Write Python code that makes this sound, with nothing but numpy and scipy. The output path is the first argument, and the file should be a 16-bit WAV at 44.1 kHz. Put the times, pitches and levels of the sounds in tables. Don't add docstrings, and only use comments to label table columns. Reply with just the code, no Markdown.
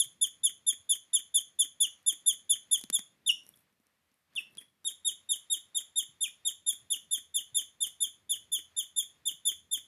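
import sys
import numpy as np
from scipy import signal
from scipy.fft import rfft, irfft, next_fast_len
from scipy.io import wavfile
from scipy.ndimage import uniform_filter1d, map_coordinates

SR = 44100
rng = np.random.default_rng(int(sys.argv[2]) if len(sys.argv) > 2 else 0)


def master(y):
    cut = np.clip(np.atleast_2d(y).T, -1, 1)
    pcm = np.round(cut * 32767)
    wavfile.write(sys.argv[1], SR, pcm.astype(np.int16))


def how_loud(loudness_db):
    steps = np.asarray(loudness_db, float) / 20
    return 10 ** steps


N = 435266

# start_s, length_s, top_pitch_hz, last_pitch_hz, level_db
FIRST_RUN = [(-0.022, 0.055, 3640, 2980, -32), (0.209, 0.05, 3580, 2897, -30),
             (0.431, 0.054, 3596, 2890, -30.5), (0.663, 0.055, 3603, 3080, -31.5),
             (0.889, 0.055, 3584, 2924, -30.5), (1.129, 0.053, 3608, 2884, -30),
             (1.339, 0.057, 3581, 2970, -29.5), (1.586, 0.051, 3562, 2940, -29.5),
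             (1.799, 0.061, 3543, 2733, -29.0), (2.06, 0.055, 3610, 2974, -31.5),
             (2.258, 0.063, 3603, 2940, -30.5), (2.491, 0.056, 3565, 2907, -30.5),
             (2.709, 0.058, 3592, 2926, -30.0), (2.924, 0.053, 3618, 3130, -32)]
SECOND_RUN = [(4.845, 0.052, 3736, 2937, -37), (5.045, 0.06, 3729, 2880, -34.0),
              (5.287, 0.062, 3698, 2860, -35), (5.497, 0.061, 3734, 2876, -34.5),
              (5.744, 0.052, 3704, 2923, -35.5), (5.955, 0.06, 3690, 2880, -33.5),
              (6.447, 0.052, 3700, 2860, -34), (6.66, 0.057, 3652, 3106, -34),
              (6.899, 0.053, 3617, 2663, -33), (7.107, 0.06, 3619, 2990, -34.0),
              (7.339, 0.059, 3623, 2784, -33.5), (7.543, 0.062, 3635, 2896, -32.5),
              (7.802, 0.056, 3627, 2820, -34), (8.001, 0.06, 3610, 2986, -33.5),
              (8.291, 0.058, 3600, 2814, -33.5), (8.515, 0.061, 3554, 2880, -33),
              (8.762, 0.057, 3635, 2876, -34.5), (8.959, 0.058, 3627, 3077, -33),
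              (9.252, 0.051, 3634, 2770, -33), (9.449, 0.058, 3604, 2960, -30.5),
              (9.709, 0.056, 3623, 2925, -33.5)]
# freq_hz, level_db
HISS = [(4600, -27.5), (5300, -21.5), (7000, -14.5), (8200, -15), (9500, 3), (10600, -9.5), (12300, -4),
        (14000, -21)]


def unit(x):
    return x / np.sqrt(np.mean(x ** 2) + 1e-20)


def along(points, hz):
    f, v = np.transpose(points)
    return np.interp(np.log(hz + 1), np.log(f + 1), v)


def over_time(points):
    return np.interp(np.arange(N) / SR, *np.transpose(points))


def filtered(x, response):
    m = next_fast_len(len(x) + 8192)
    return irfft(rfft(x, m) * response(np.fft.rfftfreq(m, 1 / SR)), m)[:len(x)]


def coloured(x, spectrum):
    return filtered(x, lambda hz: how_loud(along(spectrum, hz)))


def noise(spectrum, size=N):
    return unit(coloured(rng.standard_normal(size), spectrum))


def wobble(rate, size=N):
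    return map_coordinates(rng.standard_normal(int(size * rate / SR) + 4), [np.arange(size) * rate / SR])


def smooth(s, v, t):
    v = np.pad(v, (2, 2), mode="reflect", reflect_type="odd")
    return map_coordinates(v, [np.interp(t, s, np.arange(len(s))) + 2])


def add(track, s, sound):
    at = round(s * SR)
    part = track[max(at, 0):][:len(sound) + min(at, 0)]
    sound = sound[max(-at, 0):]
    part += sound[:len(part)]


def murmur():
    # time_s, level_db
    hush = [(0, -78.5), (1.2, -79), (2.901, -76.5), (3.2, -80.5), (3.499, -77.5), (3.749, -84.5),
            (4.28, -84.5), (4.34, -76.5), (4.6, -76), (4.7, -85.5), (4.879, -80.5), (5.029, -79),
            (9.87, -79)]
    # freq_hz, density_db_per_hz
    low_colour = [(15, -60.5), (25, -24.5), (155, -10.5), (194, -10), (369, -17), (568, -24), (700, -28.5),
                  (910, -53.5), (1540, -120)]
    air_colour = [(290, -19.5), (500, -5.5), (923, -7.5), (1090, -4.5), (1380, -7), (1850, -4.5),
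                  (4000, -11.5), (7000, -24)]
    far_colour = [(1500, -20), (3000, -3.5), (7500, -1.5), (12200, 0), (14000, -2.5)]
    level_db = over_time(hush)
    low = how_loud(level_db - 1 + 2.1 * wobble(4.4)) * noise(low_colour)
    air = how_loud(level_db + 3 + 1.3 * wobble(9)) * noise(air_colour)
    return low + air + how_loud(-84) * noise(far_colour)


def drone():
    # time_s, level_db
    swell = [(0, -82.5), (3.5, -92), (4.7, -91), (4.95, -87), (7, -80.5), (9.87, -79.5)]
    hum = noise([(45, -31), (82, -8.5), (130, -22.5), (300, -80.0)])
    return how_loud(over_time(swell) + 1.8 * wobble(8.8)) * hum


def thumps(rise=.006, t60=.075):
    # time_s, peak_db, pitch_hz
    bumps = [(0.059, -65, 130), (0.427, -68, 134), (0.799, -73.5, 94.2), (2.522, -62.5, 114),
             (4.354, -76, 140), (4.569, -79.5, 159.5), (6.088, -69, 141), (6.819, -69, 113),
             (7.069, -76, 169), (7.525, -65.5, 113), (9.336, -70, 162)]
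    out, t = np.zeros(N), np.arange(SR // 6) / SR
    for s, db, hz in bumps:
        swell = how_loud(db + 14.5 - 60 * t / t60) * (1 - np.exp(-t / rise))
        add(out, s, swell * np.sin(2 * np.pi * hz * t))
    return out


def ticks(lag=.001, t60=0.0046, clack_t60=0.0093):
    # time_s, treble_peak_db, middle_db, low_knock_db
    hits = [(2.028, -50, -86.5, -88), (2.793, -29, -63, -70), (2.812, -31.5, -57.5, -67),
            (2.8378, -25, -49.5, -44), (2.8996, -18, -39, -45.5), (2.9911, -25, -48.5, -47),
            (3.435, -48, -79, -85), (3.4647, -42.5, -67, -77), (3.49, -32.5, -69.5, -80),
            (3.5718, -50, -72, -70), (3.726, -65.5, -85, -73.5), (3.7991, -69.5, -83.5, -66),
            (3.8676, -57, -77, -76.5), (4.1151, -76.5, -80.5, -70), (4.1411, -63, -85, -79),
            (4.3344, -69, -76, -78.5), (4.3527, -36.5, -59.5, -72), (4.5507, -50.5, -67, -91),
            (4.571, -42.5, -56.5, -72), (4.8434, -42, -61, -83.5)]
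    # freq_hz, level_db
    crack_colour = [(5000, -56), (7500, -6), (10500, 7.5), (14000, -15), (15500, 14), (16500, -34)]
    clack_colour = [(200, -0.5), (600, -7.5), (2000, -8.5), (4000, -6.5), (6000, -4), (9000, -13.5)]
    start_hz, end_hz, fall_s, knock_t60 = 300, 120, .01, .05
    cracks, clacks, knocks = np.zeros(N), np.zeros(N), np.zeros(N)
    t = np.arange(SR // 10) / SR
    knock_hz = end_hz + (start_hz - end_hz) * np.exp(-t / fall_s)
    knock = how_loud(-60 * t / knock_t60) * np.sin(2 * np.pi * np.cumsum(knock_hz) / SR)
    for s, db, clack_db, knock_db in hits:
        add(cracks, s + lag, how_loud(db - 0.5 - 60 * t / t60) * rng.standard_normal(len(t)))
        add(clacks, s + lag, how_loud(clack_db + 21.5 - 60 * t / clack_t60) * rng.standard_normal(len(t)))
        add(knocks, s + lag, how_loud(knock_db + 1.5) * knock)
    return coloured(cracks, crack_colour) + coloured(clacks, clack_colour) + knocks


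def sniffs():
    # start_s, length_s, level_db
    breaths = [
        (2.761, 0.12, -66),
        (3.41, 0.17, -70),
        (3.53, .12, -71.5),
        (3.774, 0.085, -86.5),
        (4.009, .08, -92),
        (4.12, .12, -84),
        (4.5, .05, -76),
    ]
    flow = np.zeros(N)
    for s, length, db in breaths:
        add(flow, s, how_loud(db) * np.sqrt(np.hanning(round(length * SR))))
    grain = unit(how_loud(4 * wobble(220)))
    return flow * grain * noise([(5000, -22.0), (8000, -10), (10200, 0), (12000, 0.5), (14000, -6)])


def puffs(rise=0.0054, hiss_t60=0.042):
    # freq_hz, level_db
    puff_colour = [(90, -35), (280, 7), (900, -18), (1900, 6.5), (2600, 2.5), (4000, -20.5), (5200, -7.5),
                   (7500, -26.5)]
    # time_s, puff_db, hiss_db
    odd_shuts = [
        (3.3104, -76.5, -51),
        (4.4029, -53.5, -51),
        (4.612, -54, -58),
        (6.278, -54, -52.5),
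    ]
    lead_s, puff_t60 = .034, .055
    shut_s, scatter_db = .01, 2.5
    dull, airy, t = np.zeros(N), np.zeros(N), np.arange(SR // 8) / SR
    shuts = []
    for s, length, *_ in FIRST_RUN + SECOND_RUN:
        puff_db, hiss_db = rng.normal((-53, -48.5), scatter_db)
        shuts.append((s + length + shut_s, puff_db, hiss_db))
    for s, puff_db, hiss_db in shuts + odd_shuts:
        add(dull, s - .003, how_loud(puff_db + 4.0 - 60 * t / puff_t60) * (1 - np.exp(-t / rise)))
        fade_db = -60 * np.clip(t - lead_s - .006, 0, 1) / hiss_t60
        add(airy, s - lead_s, how_loud(hiss_db + fade_db) * np.clip(t / lead_s, 0, 1) ** 2)
    return dull * noise(puff_colour) + airy * how_loud(3.5 * wobble(150)) * noise(HISS)


def contours():
    # time_s, pitch_hz, fundamental_db
    odd_calls = [
        [(3.26, 3510, -29), (3.27, 3690, -38), (3.279, 3524, -31.5), (3.288, 3405, -30.5), (3.296, 2940, -20.5),
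         (3.305, 2809, -23), (3.314, 2380, -47)],
        [(3.536, 3190, -57), (3.541, 3410, -58.5), (3.547, 3430, -65.5)],
        [(4.356, 3500, -45.5), (4.366, 3503, -36.5), (4.374, 3065, -35), (4.382, 2773, -30.5),
         (4.39, 2643, -33), (4.398, 2590, -30)],
        [(4.577, 3270, -48), (4.584, 3364, -44.5), (4.591, 3250, -46.5), (4.598, 3120, -45.5)],
        [(6.204, 3520, -50.5), (6.219, 3638, -37), (6.232, 3557, -37), (6.246, 3196, -32), (6.259, 2560, -43),
         (6.272, 2405, -34)],
    ]
    peak_s, sag_bend = .014, 1.83
    swell_s, swell_db, fade_db = .03, 9.5, 0.5
    for s, length, top_hz, last_hz, db in FIRST_RUN + SECOND_RUN:
        t = np.arange(0, length, 1 / SR)
        sag = np.abs((t - peak_s) / (length - peak_s)) ** sag_bend
        level_db = db - swell_db * np.clip(1 - t / swell_s, 0, 1) - fade_db * sag
        yield s, t, top_hz - (top_hz - last_hz) * sag, level_db
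    for rows in odd_calls:
        s, hz, db = np.transpose(rows).astype(float)
        t = np.arange(s[0], s[-1], 1 / SR)
        yield s[0], t - s[0], smooth(s, hz, t), smooth(s, db, t)


def chirps(breath_db=-31, breath_lag=0.004):
    # pitch_hz, second_db, third_db, fourth_db
    mouth = [(2550, -42, -46, -50), (2780, -11, -19, -42), (2950, -36, -26, -42), (3200, -13, -15, -30),
             (3400, -12, -3, -11), (3560, -6.5, 9, -10), (3640, -3, 3, -25), (3720, -1.5, -0.5, -33.5)]
    # time_s, second_db, third_db, fourth_db, leaking_air_db
    head_turns = [(0, 7, 4.5, -1.5, 2.5), (1.5, 7, 3.5, -0.5, 4), (2.302, 7.5, 5.5, 0.5, 2.5),
                  (3, 6, 2.5, 1, 2.5), (3.268, 0.5, -2, -3, -6), (4.37, -9, -5, -17, 3),
                  (4.58, -11.5, 10.5, -22, 1), (4.86, 4.5, 3, -4.5, 8), (5.5, 5, 3.5, 3, 9.5),
                  (7.501, 5.5, 2, 4, 7), (9.8, 4.5, -0.5, 4, 4.5)]
    # freq_hz, level_db
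    corner_tone = [(2600, 2), (3000, -0.5), (3250, -0.5), (3390, 4), (3455, -2.5), (3520, 2.5), (3600, 0),
                   (3700, 5)]
    # freq_hz, level_db
    leak_colour = [(300, -14), (1900, -6), (3200, -6), (4300, -14), (5400, 0), (7500, -8)]
    attack_s, release_s, waver = .007, .007, .0018
    open_db, open_s = 6, .016
    span = round(.003 * SR)
    voice, effort = np.zeros(N), np.zeros(N)
    mouth_hz, *overtone_db = np.transpose(mouth)
    turn_s, *facing_db = np.transpose(head_turns)
    for s, t, pitch, db in contours():
        pitch = pitch * (1 + waver * wobble(350, size=len(t)))
        phase = 2 * np.pi * np.cumsum(pitch) / SR
        ramp = np.clip(np.minimum(t / attack_s, (t[-1] - t) / release_s), 0, 1)
        edges = np.sin(np.pi / 2 * ramp) ** 2
        level = edges * how_loud(db)
        facing = [how_loud(np.interp(s, turn_s, turn_db)) for turn_db in facing_db]
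        corner = how_loud(uniform_filter1d(along(corner_tone, pitch), span // 2))
        overtones = 0
        for k, favour_db in enumerate(overtone_db):
            shape_db = uniform_filter1d(np.interp(pitch, mouth_hz, favour_db), span)
            shape_db = uniform_filter1d(shape_db, span) + 0.97 * wobble(100, size=len(t))
            overtones = overtones + facing[k] * how_loud(shape_db) * np.sin((k + 2) * phase)
        opening = edges * how_loud(-open_db * np.clip(1 - t / open_s, 0, 1))
        add(voice, s, np.sqrt(2) * level * (corner * np.sin(phase) + opening * overtones))
        add(effort, s + breath_lag, facing[3] * level)
    return voice + effort * (how_loud(breath_db) * noise(HISS) + how_loud(-39.5) * noise(leak_colour))


def walls(x, gap=0.004, onset=0.0015):
    # freq_hz, t60_s
    decay = [(200, 0.12), (2700, 0.23), (3500, 0.23), (5500, 0.35), (7000, 0.22), (10500, 0.23),
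             (14000, 0.14)]
    # freq_hz, level_db
    echo_colour = [(2800, -1), (3500, 2.5), (7000, 3), (10500, -5), (14000, 4.5)]
    late_db, late_stretch = -21, 1.6
    hz, t, z = signal.stft(rng.standard_normal(SR // 2), SR, nperseg=256)
    fall_db = -60 * t / along(decay, hz)[:, None]
    fall = how_loud(fall_db) + how_loud(late_db + fall_db / late_stretch)
    tail = signal.istft(z * how_loud(along(echo_colour, hz)[:, None]) * fall, SR, nperseg=256)[1]
    tail = tail * (1 - np.exp(-np.clip(np.arange(len(tail)) / SR - gap, 0, 1) / onset))
    return signal.fftconvolve(x, tail / np.linalg.norm(tail))[:N]


def scene():
    # time_s, level_db
    echo_send = [(0, -12), (3.1, -11), (3.25, -9.5), (4.8, -7.5), (5, -9), (9.87, -8.5)]
    animal = chirps() + puffs() + sniffs()
    clicks = ticks()
    echoes = walls(how_loud(over_time(echo_send)) * animal + how_loud(-29.5) * clicks)
    return (animal + clicks + echoes + thumps() + murmur() + drone())[None]


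def top_cut(x):
    return signal.sosfilt(signal.butter(12, 15690, fs=SR, output="sos"), x)


def record(dry):
    # freq_hz, level_db
    mirror_colour = [(3000, -30), (5300, -9), (6300, 4), (7000, -5), (8800, 7), (12500, -14)]
    mirror_hz, top_hz = 16000, 14300
    mirror = dry[0] * np.cos(2 * np.pi * mirror_hz * np.arange(N) / SR)
    x = dry[0] + how_loud(-30) * coloured(mirror, mirror_colour)
    x = filtered(x, lambda hz: how_loud(-50) + 1 / (1 + (hz / top_hz) ** 200))
    x = filtered(x, lambda hz: 1 / (1 + (40 / (hz + 1)) ** 2))
    return top_cut(x[None])


dry = scene()
out = record(dry)
master(out)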